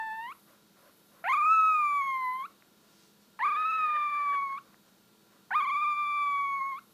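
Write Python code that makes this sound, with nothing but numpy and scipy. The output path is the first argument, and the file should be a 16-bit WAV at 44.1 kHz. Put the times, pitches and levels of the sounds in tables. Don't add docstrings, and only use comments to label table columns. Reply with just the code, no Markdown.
import sys
import numpy as np
from scipy import signal
from scipy.fft import rfft, irfft
from scipy.io import wavfile
from scipy.ndimage import uniform_filter1d

SR = 44100
rng = np.random.default_rng(int(sys.argv[2]) if len(sys.argv) > 2 else 0)


def store_pcm(level_fs):
    pcm = np.round(np.clip(level_fs, -1, 1) * 32767).astype(np.int16)
    wavfile.write(sys.argv[1], SR, np.atleast_2d(pcm).T)


N = 305613


def gain_of(db):
    return 10 ** (np.asarray(db) / 20)


def evened(x):
    return x / np.sqrt(np.mean(x ** 2) + 1e-20)


def read(points, hz):
    f, value = np.transpose(points)
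    return np.interp(np.log(hz + 1), np.log(f + 1), value)


def unroll(rows):
    s, *columns = np.transpose(rows)
    t = np.arange(max(s[0], 0), s[-1], 1 / SR)
    return t, [np.interp(t, s, c) for c in columns]


def add(mix, s, sound):
    part = mix[round(s * SR):][:len(sound)]
    part += sound[:len(part)]


def drift(size, hz):
    span = max(int(SR / hz / 2), 1)
    smooth = uniform_filter1d(rng.standard_normal(size), span)
    return evened(uniform_filter1d(smooth, span))


def coloured(gain):
    hz = np.fft.rfftfreq(N, 1 / SR)
    spectrum = rfft(rng.standard_normal(N)) * gain(hz)
    return evened(irfft(spectrum, N))


def bell(hz, centre_hz, width):
    return 1 / (1 + (2 * (hz - centre_hz) / width) ** 2)


def bump(t, s, rise, fall):
    return np.exp(-.5 * ((t - s) / np.where(t > s, fall, rise)) ** 2)


def background():
    # f/Hz, relative level/dB
    room_tone = [(12, -53), (20, -17.5), (59, -21), (199, -1), (262, -6.5), (337, -7), (730, -14),
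                 (990, -14.5), (1270, -16.5), (1380, -14), (2090, -21), (3740, -17.5), (9320, -24.5),
                 (12600, -23.5), (14900, -21)]
    # f/Hz, level/dB before a common lift of 4 dB
    hum_tones = [(204.6, -74.5), (328.4, -78), (436.0, -81), (985.1, -84.5), (1384, -80.5), (1421, -88.5),
                 (2848, -94.5), (3790, -83), (4377, -84)]
    room_db = -63.5
    t = np.arange(N) / SR
    hum = np.zeros(N)
    for hz, db in hum_tones:
        level = gain_of(db + 4 + 1.2 * drift(N, hz=5.4))
        cycles = hz * t + .3 * drift(N, hz=5.4)
        hum += level * np.sin(2 * np.pi * cycles)
    return gain_of(room_db) * coloured(lambda hz: gain_of(read(room_tone, hz))) + hum


def room(x):
    decay_60db_s, gap_s = .28, .006
    t = np.arange(SR // 2) / SR
    echoes = rng.standard_normal(len(t)) * gain_of(-60 * t / decay_60db_s) * (t > gap_s)
    echoes = signal.lfilter([1], [1, -.8], echoes)
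    return signal.fftconvolve(x, echoes / np.linalg.norm(echoes))[:N]


def hands():
    # f/Hz, relative level/dB
    scuff_spectrum = [(180, -29), (300, -14), (318, -47), (545, 1), (817, -13.5), (891, -21), (1000, -2.5),
                      (3000, -22.5), (3900, -52), (6600, -120)]
    # t/s of the peak, rise/s, fall/s, dull scuff level/dB, fine hiss level/dB
    strokes = [(.49, 0.011, 0.062, -63, -73), (.77, 0.012, .05, -64.5, -76),
               (.874, 0.034, 0.045, -63.5, -79), (1.13, 0.013, 0.035, -66.5, -81),
               (1.21, 0.041, 0.034, -64, -91), (2.5, 0.0091, 0.036, -71, -74),
               (2.87, 0.068, 0.058, -70.5, -76.5), (3.03, 0.1, 0.06, -90, -66.5),
               (3.222, .01, 0.031, -82, -72), (4.66, .02, 0.049, -66.5, -82),
               (4.74, 0.019, 0.014, -67.5, -87), (4.895, 0.028, .006, -69, -71),
               (5.328, 0.022, .06, -67, -79)]
    # t/s, level/dB
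    rustle_curve = [(0, -74), (.3, -68.5), (.5, -69.5), (.68, -88.5), (.8, -72), (1.2, -71.5),
                    (1.32, -63.5), (1.5, -77.5), (1.9, -68), (2.42, -66), (2.52, -79.5), (3.35, -85),
                    (3.45, -77.5), (4.4, -77.5), (5, -84), (5.5, -80.5), (5.58, -65), (5.7, -76),
                    (6.93, -71.5)]
    scuff = coloured(lambda hz: gain_of(read(scuff_spectrum, hz))) * gain_of(1.1 * drift(N, hz=39.0))
    hiss = coloured(lambda hz: bell(hz, 4800, 6000))
    rustle = coloured(lambda hz: bell(hz, 11800, 3500))
    t = np.arange(N) / SR
    rustle_db = np.interp(t, *np.transpose(rustle_curve)) + 1.2 * drift(N, hz=50.)
    out = gain_of(rustle_db) * rustle
    for s, rise, fall, scuff_db, hiss_db in strokes:
        out += bump(t, s, rise, fall) * (gain_of(scuff_db) * scuff + gain_of(hiss_db) * hiss)
    return out


def mouth_clicks():
    # t/s of the start, envelope peak level/dB, f/Hz
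    click_rows = [(2.623, -44, 1844), (3.452, -36, 1900), (4.353, -37, 2227), (4.743, -44, 1430)]
    peak_s, spread_s = .0012, .00024
    out = np.zeros(N)
    t = np.arange(200) / SR
    for s, db, hz in click_rows:
        pulse = bump(t, peak_s, spread_s, spread_s) * np.sin(2 * np.pi * hz * t)
        add(out, s, gain_of(db) * pulse)
    return out


def throat_flutter(howl_phase):
    # t/s, f/Hz, level/dB, rms unsteadiness/Hz
    spells = [
        [(1.27, 298, -63, 80), (1.33, 321, -55.5, 80), (1.365, 446, -48.5, 80), (1.42, 450, -75, 80)],
        [(3.449, 412, -38.5, 31), (3.48, 424.7, -45.5, 25), (3.55, 438, -50.5, 28), (3.575, 497.6, -48, 12.1),
         (3.75, 499, -49.5, 11), (3.95, 579, -46.5, 68), (4.12, 579.6, -53, 64), (4.325, 565, -53, 54),
         (4.347, 565, -41, 70), (4.365, 571, -66.5, 51), (4.5, 555, -77, 90)],
        [(5.55, 310, -56, 35), (5.6, 372.4, -46, 30), (5.645, 384, -50, 40), (5.68, 412.5, -71, 50.2),
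         (5.83, 370, -66, 39.93), (6.15, 377, -68.5, 40.23), (6.4, 452, -78.5, 39.7)],
    ]
    # harmonic of the howl, sign of the flutter, relative level/dB
    sidebands = [(0, 1, -15), (1, -1, -18), (1, 1, 0), (2, -1, -12), (2, 1, -19), (3, -1, -24)]
    out = np.zeros(N)
    for rows in spells:
        t, (hz, level_db, wobble_hz) = unroll(rows)
        phase = 2 * np.pi * np.cumsum(hz + wobble_hz * drift(len(t), hz=110.3)) / SR
        howl_part = howl_phase[round(t[0] * SR):][:len(t)]
        mixed = sum(gain_of(db) * np.cos(k * howl_part + sign * phase) for k, sign, db in sidebands)
        level = gain_of(level_db + 2.8 * drift(len(t), hz=30.))
        add(out, t[0], level * mixed * signal.windows.tukey(len(t), .02))
    return out


def breath():
    # f/Hz, width/Hz (of the curve before squaring), relative level/dB
    throat = [(546, 250, -7.5), (1553, 260, 5.5), (1860, 370, -2.5), (2960, 160, -29), (4180, 1700, -12.5),
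              (10970, 1800, -17)]
    air = coloured(lambda hz: sum(gain_of(db) * bell(hz, f, w) ** 2 for f, w, db in throat))
    return air * gain_of(2.8 * drift(N, hz=45.))


def throat_trembles():
    # t/s, pitch drop/%, time scale/ms, level drop/dB
    trembles = [(1.314, 11.5, 9.3, 1), (1.357, 14, 10.2, 2.5), (1.408, 4.5, 10.3, -.8), (1.447, 5, 5.6, 0),
                (1.487, 1.5, 28.4, 0.6), (1.604, 0.2, 22, 2), (2.024, 2, 9.7, -1.5),
                (2.115, -0.7, 19, -0.5), (2.184, -0.9, 19, 2), (2.382, 0, 9.2, 3), (3.467, 9, 7.5, 0.5),
                (3.508, 9, 8.3, 1.5), (3.55, 7, 8.5, 1), (3.638, 3.5, 8.5, 1.7), (3.681, 2, 11.5, 2),
                (3.724, 4.5, 5.5, 3.5), (3.77, -1.4, 5.1, 1.5), (3.84, 0.4, 12, -2.5), (4.047, -0.3, 17, 1),
                (4.109, -0.5, 8.2, 2.5), (4.246, -0.5, 10.3, 0.5), (4.426, -1.1, 12.6, -0.5),
                (5.61, 11.5, 8.2, 0), (5.656, 14.2, 8.3, 3), (5.701, 11, 8, 0), (5.751, 6, 9.9, 0.8),
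                (5.8, 3.5, 14.8, 2.5), (5.85, 4.5, 9, 0.7), (5.95, 0.87, 17, 2.5), (6.609, 1.7, 11.6, 1.5),
                (6.735, 4.5, 13.4, -0.7)]
    t = np.arange(N) / SR
    shapes = [bump(t, s, .75 * ms / 1000, 1.2 * ms / 1000) for s, _, ms, _ in trembles]
    return np.transpose(trembles)[[1, 3]] @ shapes


def howl(rows, traits, air, pitch_sag, level_sag):
    # f/Hz, 2nd, 3rd, 4th harmonic level/dB re fundamental
    overtone_rows = [(700, 5.5, -2.5, -20), (797, 2, -16, -27), (1027, -5, -27, -31),
                     (1115, -7.5, -30.5, -42), (1130, -9, -30, -40.5), (1248, -11.5, -32, -43.5),
                     (1450, -13.5, -35.5, -46.5)]
    pressure_shares = (1.01, 1.2, .4, .7)
    # f/Hz, level/dB re fundamental, before other offsets
    muzzle = [(3500, -34), (4300, -38.5), (5100, -49), (5900, -54), (6500, -40), (7100, -42.5), (7800, -48),
              (8600, -55), (9600, -51), (10500, -43.5), (11600, -51.5), (12500, -64.5)]
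    # harmonic number, level offset/dB
    orders = [(5, -2), (6, 0), (7, -14), (8, -12), (9, 2), (10, -10)]
    attack_s, shut_s, catch_db = .0025, .0015, 12.5
    flip_hz, flip_hold_s, flip_dull_db, release_s, release_db = 1408, .0036, -9, .0048, -10
    raw_db, raw_s, cut_db, cut_s, clear_per_db = 12.5, .14, 7.5, .044, .4128
    scatter_rad, tremble_scatter_rad = 90, .015

    catch_hz, catch_s, flip_s, *colour_db, hoarse_db = traits
    t, (hz, level_db, pressure_db, lift_db) = unroll(rows)
    size = len(t)
    at = round(t[0] * SR) + np.arange(size)
    pitch_sag, level_sag = pitch_sag[at], level_sag[at]
    since, left = t - rows[0][0], rows[-1][0] - t

    catch = np.exp(-since / catch_s)
    flip = np.exp(-np.maximum(left - flip_hold_s, 0) / flip_s)
    hz = hz + (catch_hz - hz) * catch + (flip_hz - hz) * flip
    level = gain_of(level_db + catch_db * catch + release_db * np.exp(-left / release_s))
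    level = level * np.minimum(np.minimum(since / attack_s, left / shut_s), 1)

    pitches, *overtones = np.transpose(overtone_rows)
    base_db = [np.interp(hz, pitches, o) for o in overtones] + [0]
    second_db, third_db, fourth_db, bright_db = [
        base + db + share * pressure_db for base, db, share in zip(base_db, colour_db, pressure_shares)]

    edges_db = raw_db * np.exp(-since / raw_s) + cut_db * np.exp(-left / cut_s)
    hoarse = gain_of(hoarse_db - clear_per_db * (level_db - level_db.mean()) + edges_db)
    jitter = 0.0025 * drift(size, hz=30.0) + 0.22 * hoarse * drift(size, hz=403.0)
    hz = uniform_filter1d(hz, size=90) * np.exp(jitter - pitch_sag / 100)
    phase = 2 * np.pi * np.cumsum(hz) / SR
    rough_db = [np.minimum(40 * hoarse, 2.5) * drift(size, hz=119.0) + drift(size, hz=25.5)
                for _ in range(3)]
    closing_db = .7 * pitch_sag + flip_dull_db * np.exp(-left / flip_s)

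    tone = np.cos(phase) - gain_of(second_db + 0.51 * rough_db[0]) * np.cos(2 * phase - .6)
    scatter = np.minimum(scatter_rad * hoarse ** 2 + tremble_scatter_rad * abs(pitch_sag), .5)
    upper = phase + scatter * drift(size, hz=251.2)
    tone += gain_of(third_db + lift_db + 1.9 * rough_db[1] + closing_db) * np.cos(3 * upper)
    tone += gain_of(fourth_db + 0.18 * lift_db + 1.6 * rough_db[2] + closing_db) * np.sin(4 * upper)
    for k, db in orders:
        order_db = db + bright_db + read(muzzle, k * hz) + 1.3 * drift(size, hz=30.) + rough_db[2]
        tone += gain_of(order_db) * np.sin(k * upper)

    shimmer_db = 0.45 * drift(size, hz=25.0) + 8 * hoarse * drift(size, hz=202.0)
    sound = level * gain_of(shimmer_db - level_sag) * (np.sqrt(2) * tone + hoarse * air[at])
    return at, phase, sound


def puppy():
    # t/s, f/Hz, fundamental rms level/dB, pressure on the folds/dB, 3rd harmonic lift/dB
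    howl_curves = [
        [(-.3, 950, -28.5, 13, -18), (.02, 889, -36.5, -1.5, -2), (.1, 875, -38, -2.5, -1.5),
         (.2, 899, -39, -4, 3), (.26, 946, -42.5, 0, 7), (.3, 1054, -42, -2.5, 10), (.331, 1050, -43.5, 7, 0)],
        [(1.2395, 612, -46.5, 0, 0), (1.252, 695, -38, -1, 3), (1.275, 803, -31.5, 0.5, 11.5),
         (1.3, 1094, -28.5, 9, 2), (1.34, 1275, -24.5, 6.5, -5), (1.4, 1220, -27, 1, -5),
         (1.46, 1268, -25, 4, -16), (1.52, 1317, -19.5, -1, 4), (1.58, 1298, -20, 0.5, -0.5),
         (1.7, 1273, -25, 3, -0.5), (1.85, 1182, -26.5, 3, -3.5), (2.0, 1129, -29.5, 3.5, 1.5),
         (2.15, 1045, -32.5, 3, 4.5), (2.3, 1006, -31.5, -3, -2), (2.41, 1055, -37.5, -4, 17),
         (2.466, 1160, -39, 1, 14)],
        [(3.3895, 795, -45.5, 0, 3), (3.402, 826, -38, -1, 7.5), (3.43, 1024, -28, 3, -6),
         (3.452, 1226, -25, -2, 1), (3.49, 1241, -27.1, -1, -7), (3.55, 1229, -30, -2, 3.5),
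         (3.6, 1258, -28.7, -2.5, 9.5), (3.7, 1316, -28, 3.5, -1.5), (3.78, 1272, -30, 3, 2.5),
         (3.9, 1214, -28.5, -3, 2.5), (4.05, 1182, -30.5, 0, 5), (4.2, 1164, -30, -1, -3),
         (4.35, 1128, -29.5, -1.5, -1.5), (4.47, 1097, -33, -4, -8), (4.55, 1092, -34.5, -6, 2),
         (4.592, 1118, -42, -1, 7)],
        [(5.5055, 680, -46, -8, 0), (5.515, 694, -40, 4.5, -4), (5.535, 889, -36.5, 1, 1.5),
         (5.558, 1209, -23, -7.5, 9.5), (5.595, 1232, -26.5, -1.5, 0), (5.64, 1186, -30, 0, -2),
         (5.72, 1189, -30, 1.5, -4.5), (5.82, 1225, -27.5, 0, 1), (5.92, 1186, -29.5, 0.5, -0.5),
         (6.05, 1179, -30.5, 0, 1), (6.2, 1166, -29, -0.5, 0.5), (6.35, 1134, -30.5, 0.5, 0.5),
         (6.5, 1113, -32, -1.5, -0.5), (6.65, 1089, -31, -6, -20), (6.72, 1100, -36, -2.5, -2),
         (6.76, 1098, -42, -2.5, 3), (6.795, 1100, -41.5, -2, 15)],
    ]
    # catch f/Hz, catch time/s, flip time/s, 2nd, 3rd, 4th harmonic offset/dB,
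    # brightness/dB, hoarseness/dB
    howl_traits = [(900, .003, 0.011, -0.82, 3.5, 2, 7, -33.5),
                   (882, .003, 0.0086, -3.5, -7, -3.1, 0, -36.5),
                   (1507, 0.0035, 0.007, -0.26, 1, -1, -3.5, -34),
                   (1207, 0.0042, 0.0098, 1.1, 4, 1.5, -0.5, -38)]
    voice, howl_phase = np.zeros(N), np.zeros(N)
    pitch_sag, level_sag = throat_trembles()
    air = breath()
    for rows, traits in zip(howl_curves, howl_traits):
        at, phase, sound = howl(rows, traits, air, pitch_sag, level_sag)
        howl_phase[at], voice[at] = phase, sound
    return voice + throat_flutter(howl_phase) + mouth_clicks()


def scene():
    voice = puppy()
    mid = voice + gain_of(-22.5) * room(voice) + hands() + background()
    side = gain_of(-23) * (background() + hands()) + gain_of(-36.5) * room(voice)
    return np.array([mid + side, mid - side])


def record(dry):
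    edge_hz = 14990
    bent = dry + 0.066 * dry ** 2
    thin = signal.lfilter([1, -1], [1, -.997], bent)
    low_pass = signal.firwin(2047, edge_hz, window=("kaiser", 9), fs=SR)
    return signal.oaconvolve(thin, low_pass[None], "same")


dry = scene()
out = record(dry)
store_pcm(out)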